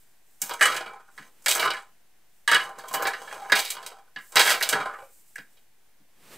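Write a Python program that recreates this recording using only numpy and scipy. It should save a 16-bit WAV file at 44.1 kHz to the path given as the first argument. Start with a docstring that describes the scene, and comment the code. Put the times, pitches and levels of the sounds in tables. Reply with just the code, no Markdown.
"""Quiet kitchen: a knife is nudged about on a stone counter, a couple of metres from a phone.
Each knock is a dying chatter of contacts that rings handle, blade and crackly film; between knocks the knife
slides and catches, driving the same resonances from noise. Cabinet bumps are short damped sines; a nylon sleeve
hisses as swelling filtered noise; a small hard room adds a short noise tail over a faint noise floor."""
import sys
import numpy as np
from scipy import signal
from scipy.fft import rfft, irfft, next_fast_len
from scipy.io import wavfile
from scipy.ndimage import uniform_filter1d

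SR = 44100
rng = np.random.default_rng(int(sys.argv[2]) if len(sys.argv) > 2 else 0)


def persist_wave(psi):
    """Save psi, clipped to +-1, as 16-bit WAV."""
    counts = np.round(np.clip(psi, -1, 1) * 32767).astype(np.int16)
    wavfile.write(sys.argv[1], SR, np.atleast_2d(counts).T)


def makeup_ratio(level_db):
    """Linear amplitude ratio for a level in decibels (20 dB per factor of ten)."""
    decades = np.asarray(level_db, float) / 20
    return 10 ** decades


N = 281181
T = np.arange(N) / SR

# knocks, drive of each part: (time [s], blade [dB], then against the blade: main ring [dB],
# film crackle [dB], handle [dB])
KNOCKS = [(0.417, -34.5, 3.5, 17, -9.5), (0.495, -39, -16, -20, 3.5), (0.51, -35.5, -3, -24, 7),
          (0.594, -49.5, 18, 6, 4), (.61, -18, 5, -6.5, 0.5), (.624, -21.5, 8.5, -4, -21),
          (0.655, -24, 7.5, -1, 0), (0.718, -30.5, -4, -9, -9.5), (.744, -41, 10, 3, 2),
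          (.764, -30, 5.5, -0.5, -9), (.808, -38, -10, -12, 8), (0.861, -40.5, -20, -17, 10),
          (0.934, -55, -6, -7, 16), (.959, -65, 12, -9, 11), (.998, -65, -13, -4, 19),
          (1.081, -84, -4, -5, 33.5), (1.178, -44, 10, -14.5, 1), (1.223, -55, 7.5, -6, -4.5),
          (1.422, -73, -5, 19, 4), (1.461, -22, 9, -1.5, -6.5), (1.483, -22, -29, 3.5, -10.5),
          (1.511, -26, -9, 4, -12), (1.551, -37.5, 15, 14, 10), (1.596, -24, -20, -2.5, -13.5),
          (1.627, -33.5, 15, -10, 4), (1.653, -37, 12, 1, 8.5), (1.675, -32, -10, -22, 1.5),
          (1.704, -23.5, -7, -14.5, -8.5), (1.736, -43.5, 14.5, -3, 7), (1.767, -39.5, -6, -26, 4),
          (2.477, -22.5, 6, -7.5, -1), (2.514, -21, 8, -4.5, 3), (2.531, -25.5, -10, -16, -1.5),
          (2.545, -18.5, 5.5, -7.5, -0.5), (2.599, -35, 8, -15, -5), (2.692, -63.5, -2, 11, 22.5),
          (2.756, -61, 9, -22, 7), (2.787, -42.5, 0.5, -2, -2), (2.838, -56.5, -1, -22, 18.5),
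          (2.883, -46, -10, 7.5, -17), (2.929, -57, 5, 22, -5), (2.938, -26.5, 2.5, 6.5, 2.5),
          (3.013, -63, 28, -4, 13), (3.024, -39.5, -2, 11.5, -20), (3.052, -28, 6, -25, 4),
          (3.07, -28, 1, 0, -2), (3.132, -36.5, 10, -14, -4.5), (3.275, -48.5, 9, -18, 2.5),
          (3.311, -63, 26, -1, 12), (3.357, -64, 1, -6, 24), (3.447, -66.5, 21, -7, 22),
          (3.498, -48, 23, 5.5, 16), (3.52, -15, 7.5, -7, 0), (3.554, -22, -16, -2.5, -6),
          (3.59, -25.5, -26, -1, -9), (3.65, -31.5, -23, -1, -17), (3.674, -39, -26, -12, -28),
          (3.703, -30.5, -19, 5.5, -20), (3.768, -38.5, -5, -18, -2), (3.828, -44.5, -5, -5, -4),
          (3.863, -34.5, -14, 2, -14), (3.915, -56, 0, -2, 11.5), (4.161, -39.5, 5, -17, -2.5),
          (4.185, -59, 21.5, -2, 9.5), (4.221, -73, 12, 14, 10.5), (4.321, -51.5, -1, 9, -16.5),
          (4.357, -19.5, 9, 1, -1), (4.368, -15.5, -3, -20, -10), (4.394, -17, 3, -3, -4.5),
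          (4.453, -30, 6, -15, -3), (4.476, -24, 9.5, -7, -13.5), (4.504, -22.5, 2, -9.5, -15.5),
          (4.611, -37, 19.5, -8, 5), (4.626, -19.5, -33, 1, -18.5), (4.658, -46, -19, -7.5, 6),
          (4.69, -26.5, -2, 9, -12), (4.726, -23, 6, -11, -5), (4.802, -36, -22, -13.5, 12),
          (4.857, -46.5, 3, -14, 19), (4.937, -61, 20.5, -8, 24), (4.987, -55, -16.5, -14, 18),
          (5.021, -61, -9, -10, 24.5), (5.088, -77, -0.5, 0, 20.5), (5.357, -53, 19, 8, 1),
          (5.381, -46, 7.5, -9, 1), (5.571, -57.5, -14, -10, -7.5)]
# one list per sliding stroke: (time [s], handle [dB], crackle against handle [dB], favoured handle mode [Hz])
SLIDE = [
    [(.4, -65, 8, 834), (.472, -53, 11, 990), (.594, -48.5, -7.5, 920), (.662, -37, -1.5, 1340),
     (.736, -33, -12, 1230), (.79, -41.5, -22, 1420), (.84, -50.5, -9.5, 1440), (.908, -43, -22, 1480),
     (.94, -59, -27, 790), (.99, -76, -12, 1410), (1.12, -70, 3.5, 1410), (1.21, -68, 5.5, 1240),
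     (1.3, -66, 0, 730)],
    [(1.44, -70, 12, 1300), (1.52, -61, 19, 1000), (1.6, -34.5, -14, 1140), (1.65, -32, -13, 1320),
     (1.694, -36.5, -32, 1310), (1.768, -49.5, -12, 1100), (1.82, -60, -6.5, 1006),
     (1.95, -100.5, -0.5, 900)],
    [(2.53, -65, 5, 1180), (2.65, -35.5, -11, 1030), (2.72, -49.5, -25, 850), (2.89, -52.5, -4.5, 950),
     (3.01, -31.5, -19, 960), (3.14, -46, -9, 880), (3.31, -45.5, -5.5, 780), (3.41, -46.5, -9.5, 730),
     (3.5, -44.5, -11, 1140)],
    [(3.56, -46, 13, 1080), (3.68, -68, 21.5, 950), (3.74, -50, 9, 930), (3.78, -47, -17, 975),
     (3.86, -49.5, -10, 930), (3.91, -58.5, -10, 874), (3.99, -59, -14.5, 864), (4.12, -79, -18.5, 1150)],
    [(4.27, -98, 3, 1090), (4.34, -47, -17, 1090), (4.41, -54, 20.5, 1060), (4.52, -29, 5, 1060),
     (4.57, -38, -3, 1040), (4.63, -62.5, 17, 1010), (4.76, -23, -23.5, 1320), (4.84, -43.5, -20, 1420),
     (4.9, -39.5, -27, 1320), (4.97, -51.5, -22, 1060), (5.02, -54.5, -20, 518), (5.12, -91.5, 7, 545)],
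]
# the hand: (time [s], grip as dull rattle against clear ringing [dB], favoured blade mode [Hz],
# favoured film mode [Hz])
HAND = [(.4, 4.5, 2470, 12600), (.5, 7.5, 3050, 11000), (.58, -4.5, 2600, 6900), (.74, 0.5, 3030, 7260),
        (.9, -3.5, 2340, 8300), (1.25, 0, 2700, 5840), (1.45, 10, 2600, 8200), (1.54, 12, 3530, 8250),
        (1.78, -6, 2554, 7600), (2.47, -6, 3220, 7600), (2.62, -2.5, 2900, 6400), (2.91, 1, 3450, 9900),
        (3.05, 0.5, 2350, 12000), (3.17, 1, 2650, 6140), (3.45, -1.5, 2720, 6100), (3.72, 14, 3960, 8200),
        (3.78, -4, 2380, 8000), (3.88, 6, 4300, 7700), (4.14, -6, 3020, 6980), (4.4, 6.5, 3290, 8100),
        (4.68, 11.5, 3700, 7000), (4.75, -0.5, 2260, 6500), (4.87, -2, 2450, 8050), (5.02, -12, 2400, 8800),
        (5.35, -1, 3086, 8430)]


def band(x, hz, width_hz):
    """Resonance with gain 1 at its centre."""
    return signal.lfilter(*signal.iirpeak(min(hz, .45 * SR), hz / max(width_hz, 5), fs=SR), x)


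def colour(x, points):
    """Gain of (frequency [Hz], level [dB]) points, joined on a log-frequency axis."""
    size = next_fast_len(N)
    hz, db = np.transpose(points)
    bin_hz = np.arange(size // 2 + 1) * SR / size
    gain = makeup_ratio(np.interp(np.log(bin_hz + 1), np.log(hz), db))
    return irfft(rfft(x, size) * gain, size)[..., :N]


def unit(x):
    """Scale to rms 1."""
    return x / np.sqrt(np.mean(x ** 2))


def walk(rate_hz):
    """Normal random levels drawn at rate_hz, joined by straight slews."""
    hold = int(SR / rate_hz)
    levels = np.repeat(rng.standard_normal(N // hold + 1), hold)
    return uniform_filter1d(levels, hold)[:N]


def floor():
    """Room tone and microphone hiss: flickering coloured noise, narrow in the deep bass, wider in the treble."""
    # noise spectrum: (frequency [Hz], relative density [dB per Hz])
    floor_spectrum = [(15, -36), (25, -6.5), (80, -12.5), (97, -15.5), (145, -12.5), (236, -14.5),
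                      (263, -15.5), (363, -15), (607, -16.5), (734, -13.5), (1260, -20), (1560, -15.5),
                      (4490, -22.5), (14800, -23), (16000, -22.5)]
    # stereo width: (frequency [Hz], side minus mid [dB])
    side_levels = [(60, -17.5), (110, -33), (200, -4), (380, -8), (700, -7.5), (1290, -10), (2380, -4),
                   (4400, -5.5), (8120, -1), (15000, -5)]
    mid_rms_db, flicker_db, flicker_hz = -66.5, 0.56, 9.8
    mid, side = colour(rng.standard_normal((2, N)), floor_spectrum)
    wide = mid + colour(side, side_levels) * np.array([[1], [-1]])
    return wide / np.std(mid) * makeup_ratio(mid_rms_db + flicker_db * walk(flicker_hz))


def sleeve():
    """Nylon rubbing on nylon: each arm swing swells a bright hiss plus a duller part."""
    # arm swings: (fastest time [s], speeding up [s], slowing down [s], level [dB], duller against bright [dB])
    arm_swings = [(.01, .1, 0.22, -67, -26), (.36, .15, .2, -66, -12.5), (1.15, .04, 0.69, -67.5, -1.5),
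                  (2.36, .1, .15, -69.5, -16), (3.3, .25, .25, -70, 10), (4.3, 0.13, .1, -57.5, -14.5),
                  (5.2, .4, 0.44, -61.5, -24.5), (6.34, .14, .2, -56.5, 5)]
    drop_db = 15  # fall of the hiss one rise or fall time from its peak
    bright = band(rng.standard_normal(N), 8100, 1600)
    bright = unit(bright + 0.71 * band(rng.standard_normal(N), 14000, 6000))
    dull = band(rng.standard_normal(N), 1900, 2700)
    dull = unit(dull + 2.7 * band(rng.standard_normal(N), 190, 400))
    hiss = 0
    for s, rise_s, fall_s, db, dull_db in arm_swings:
        away = (T - s) / np.where(T < s, rise_s, fall_s)
        hiss = hiss + makeup_ratio(db - drop_db * away ** 2) * (bright + makeup_ratio(dull_db) * dull)
    return hiss * makeup_ratio(2.4 * walk(24.85))


def grit(per_s, spread_db, hiss):
    """Tiny uneven contacts at random times and signs over some hiss, rms 1."""
    hits = rng.random(N) < per_s / SR
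    hits = hits * makeup_ratio(spread_db * rng.uniform(-1, 1, N)) * rng.choice([-1, 1], N)
    return unit(unit(hits) + hiss * rng.standard_normal(N))


def struck(grains):
    """Every knock begins with one firm contact on top of the grains."""
    first_touch = 5  # against the grains' rms
    touch = np.zeros(N)
    touch[(np.transpose(KNOCKS)[0] * SR).astype(int)] = first_touch
    return grains + touch


def contact(part, stumbles, shorter=1):
    """Drive of part 0 handle, 1 ring, 2 blade, 3 film: chatter dying after each knock, plus stumbling slide."""
    # sawing spells: (from [s], to [s])
    sawing_spells = [(1.47, 1.61), (2.47, 2.5), (3.54, 3.57), (4.35, 4.52)]
    chatter_s, sawing_chatter_s = 0.016, 0.027  # decay lying loose, while sawing
    slide_ring_db, slide_blade_db = -11.5, -6  # against the handle; the blade adds half the crackle dB
    force = np.zeros(N)
    after = np.arange(SR // 4) / SR
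    for s, blade_db, ring_db, crackle_db, handle_db in KNOCKS:
        sawing = any(a < s < b for a, b in sawing_spells)
        decay_s = shorter * (sawing_chatter_s if sawing else chatter_s)
        drive_db = blade_db + (handle_db, ring_db, 0, crackle_db)[part]
        start = int(s * SR)
        force[start:start + len(after)] += makeup_ratio(drive_db) * np.exp(-after / decay_s)
    for stroke in SLIDE:
        s, handle_db, crackle_db, _ = np.transpose(stroke)
        share_db = (0, slide_ring_db, slide_blade_db + crackle_db / 2, crackle_db)[part]
        drive_db = np.interp(T, s, handle_db + share_db, left=-120, right=-120)
        force += makeup_ratio(drive_db) * stumbles
    return force


def mode(x, hz, width_hz):
    """A resonance with steep skirts."""
    return band(band(x, hz, width_hz), hz, 8 * width_hz)


def body(force, grains, modes, broad, spot_hz, shift_db):
    """Rings one part: modes near the contact spot speak up, each swelling and fading on its own."""
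    favour_db = 13.5  # loss per octave from spot_hz at 0 dB grip; a loose grip picks more sharply
    low_hz, high_hz, broad_db = broad
    wide = signal.butter(4, (low_hz, high_hz), "band", fs=SR, output="sos")
    grip = makeup_ratio(np.interp(T, *np.transpose(HAND)[:2]) / 2)  # half lifts the rattle, half lowers the ringing
    # evenly driven part, the level reference
    free = sum(makeup_ratio(db) * mode(grains, hz, width_hz) for hz, width_hz, db in modes)
    free = free + makeup_ratio(broad_db) * signal.sosfilt(wide, grains)
    out = makeup_ratio(broad_db) * signal.sosfilt(wide, force * grip * grains)
    for hz, width_hz, db in modes:
        octaves_off = np.abs(np.log2(hz / spot_hz))
        reach = makeup_ratio(db + shift_db * walk(18) - favour_db / grip * octaves_off)
        out += mode(force / grip * reach * grains, hz, width_hz)
    return out / np.std(free)


def cabinet_rumble(chatter, stumbles):
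    """The cabinet rumbles along with the handle: its drive on one low, broad resonance."""
    rumble_db, rumble_hz, width_hz = -24.5, 123, 170
    return makeup_ratio(rumble_db) * contact(0, stumbles) * unit(band(chatter, rumble_hz, width_hz))


def knife():
    """Handle, ring, blade and film share one judder; steel chatters, film crackles in finer grains."""
    # resonances of handle, main ring, blade and film: (centre [Hz], width [Hz], relative level [dB])
    handle_modes = [(450, 60, -10), (530, 40, -5), (670, 60, -8), (800, 40, -4), (950, 40, -4),
                    (1030, 40, -3), (1180, 60, -4), (1265, 50, -3), (1420, 55, -2)]
    ring_modes = [(1690, 70, 0), (1780, 50, -10), (1910, 70, -5), (2070, 60, -12), (2780, 60, -5),
                  (4790, 70, -4)]
    blade_modes = [(2335, 40, 0), (2490, 55, -5), (2950, 55, -2), (3250, 80, -5), (3750, 110, -7),
                   (4360, 100, -7), (4790, 80, -8)]
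    film_modes = [(5520, 200, -0.5), (6500, 250, 9.5), (8016, 1700, 12), (10350, 980, -5),
                  (10300, 1200, -6.5), (13360, 1100, 8.5), (15000, 450, 1)]
    # broad noisy part under each set: (from [Hz], to [Hz], level [dB])
    handle_broad, ring_broad = (390, 1600, -14), (1450, 2300, -20)
    blade_broad, film_broad = (1900, 5000, -18), (5000, 15800, -6)
    ring_up_per_db = 0.02  # octaves the favoured main ring climbs per dB of firm grip
    catches_per_s, catch_decay_s = 35, .006
    film_shorter = 0.77  # crackle decay against steel chatter

    judder = makeup_ratio(0.29 * walk(99))
    chatter = struck(grit(1100, spread_db=4, hiss=0.64))
    crackle = struck(grit(2000, spread_db=1.5, hiss=0.51))
    # the slide catches at random
    catches = (rng.random(N) < catches_per_s / SR) * rng.exponential(size=N)
    stumbles = 1 + signal.lfilter([1], [1, -np.exp(-1 / (catch_decay_s * SR))], catches)

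    slide_s, _, _, slide_hz = np.concatenate(SLIDE).T
    handle_hz = np.interp(T, slide_s, slide_hz)
    hand_s, grip_db, blade_spot_hz, film_spot_hz = np.transpose(HAND)
    firm_db = np.maximum(np.interp(T, hand_s, grip_db), 0)
    ring_hz = ring_modes[0][0] * 2 ** (ring_up_per_db * firm_db)
    blade_hz = np.interp(T, hand_s, blade_spot_hz)
    film_hz = np.interp(T, hand_s, film_spot_hz)

    handle = body(contact(0, stumbles) * judder, chatter, handle_modes, handle_broad, handle_hz, shift_db=3.5)
    ring = body(contact(1, stumbles) * judder, chatter, ring_modes, ring_broad, ring_hz, shift_db=1.5)
    blade = body(contact(2, stumbles) * judder, chatter, blade_modes, blade_broad, blade_hz, shift_db=3.5)
    film_force = contact(3, stumbles, film_shorter) * judder
    film = body(film_force, crackle, film_modes, film_broad, film_hz, shift_db=2.2)
    return handle + ring + blade + film + cabinet_rumble(chatter, stumbles)


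def counter():
    """Soft pushes make the cabinet under the stone thud: three damped sines per push."""
    # bumps carried by the counter: (time [s], push [dB])
    soft_bumps = [(0.421, -44), (0.625, -56), (1.194, -48), (1.459, -51.5), (1.631, -59), (2.495, -63),
                  (2.547, -58), (2.773, -52), (2.904, -50.5), (2.958, -45), (3.523, -36), (4.16, -48.5),
                  (4.356, -38), (4.52, -52), (4.73, -33), (4.794, -39.5), (5.387, -49), (6.002, -58)]
    push = np.zeros(N)
    for s, db in soft_bumps:
        push[int(s * SR)] = makeup_ratio(db)
    after = np.arange(SR // 5) / SR
    envelope = (1 - np.exp(-after / 0.0036)) * np.exp(-after / 0.017)
    thud = sum(envelope * np.sin(2 * np.pi * hz * after) for hz in (150, 205, 280))
    return signal.fftconvolve(push, thud)[:N]


def room(x):
    """Dense echoes of hard walls as decaying noise; the treble dies first."""
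    t60_s, treble_t60_s, tail_db = 0.25, 0.13, -12.5
    after = np.arange(SR // 2) / SR
    noise = rng.standard_normal(len(after)) * np.clip(after / 0.018, 0, 1)
    bass = signal.lfilter(*signal.butter(1, 2500, fs=SR), noise)
    treble = noise - bass
    tail = bass * 1000 ** (-after / t60_s) + treble * 1000 ** (-after / treble_t60_s)
    return x + makeup_ratio(tail_db) * signal.fftconvolve(x, tail / np.linalg.norm(tail))[:N]


def scene():
    """Sounds in the room reach two ports that pass little bass; the left is shaded in the upper mids."""
    # port balance: (frequency [Hz], left minus right [dB])
    port_balance = [(300, 0), (700, -.6), (1300, -1), (2400, -2), (4000, -4.2), (6000, -4.5), (7500, -2.5),
                    (9000, 1.5), (10000, 0), (11000, 0)]
    heard = room(knife() + counter() + sleeve())
    heard = signal.sosfilt(signal.butter(3, 115, "high", fs=SR, output="sos"), heard)
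    hz, db = np.transpose(port_balance)
    left = colour(heard, np.c_[hz, db / 2])
    right = colour(heard, np.c_[hz, -db / 2])
    return np.array([left, right]) + floor()


def low_pass(x):
    """Removes everything above the highest recorded frequency."""
    return signal.sosfilt(signal.butter(12, 16650, fs=SR, output="sos"), x)


def record(dry):
    """The phone rounds the loudest peaks, cuts the top and carries a small constant offset."""
    top_hz, offset = 15600, -.0016
    rounded = np.tanh(1.2 * dry) / 1.2
    cut = signal.sosfilt(signal.ellip(10, .2, 60, top_hz, fs=SR, output="sos"), rounded)
    return low_pass(cut + offset)


dry = scene()
out = record(dry)
persist_wave(out)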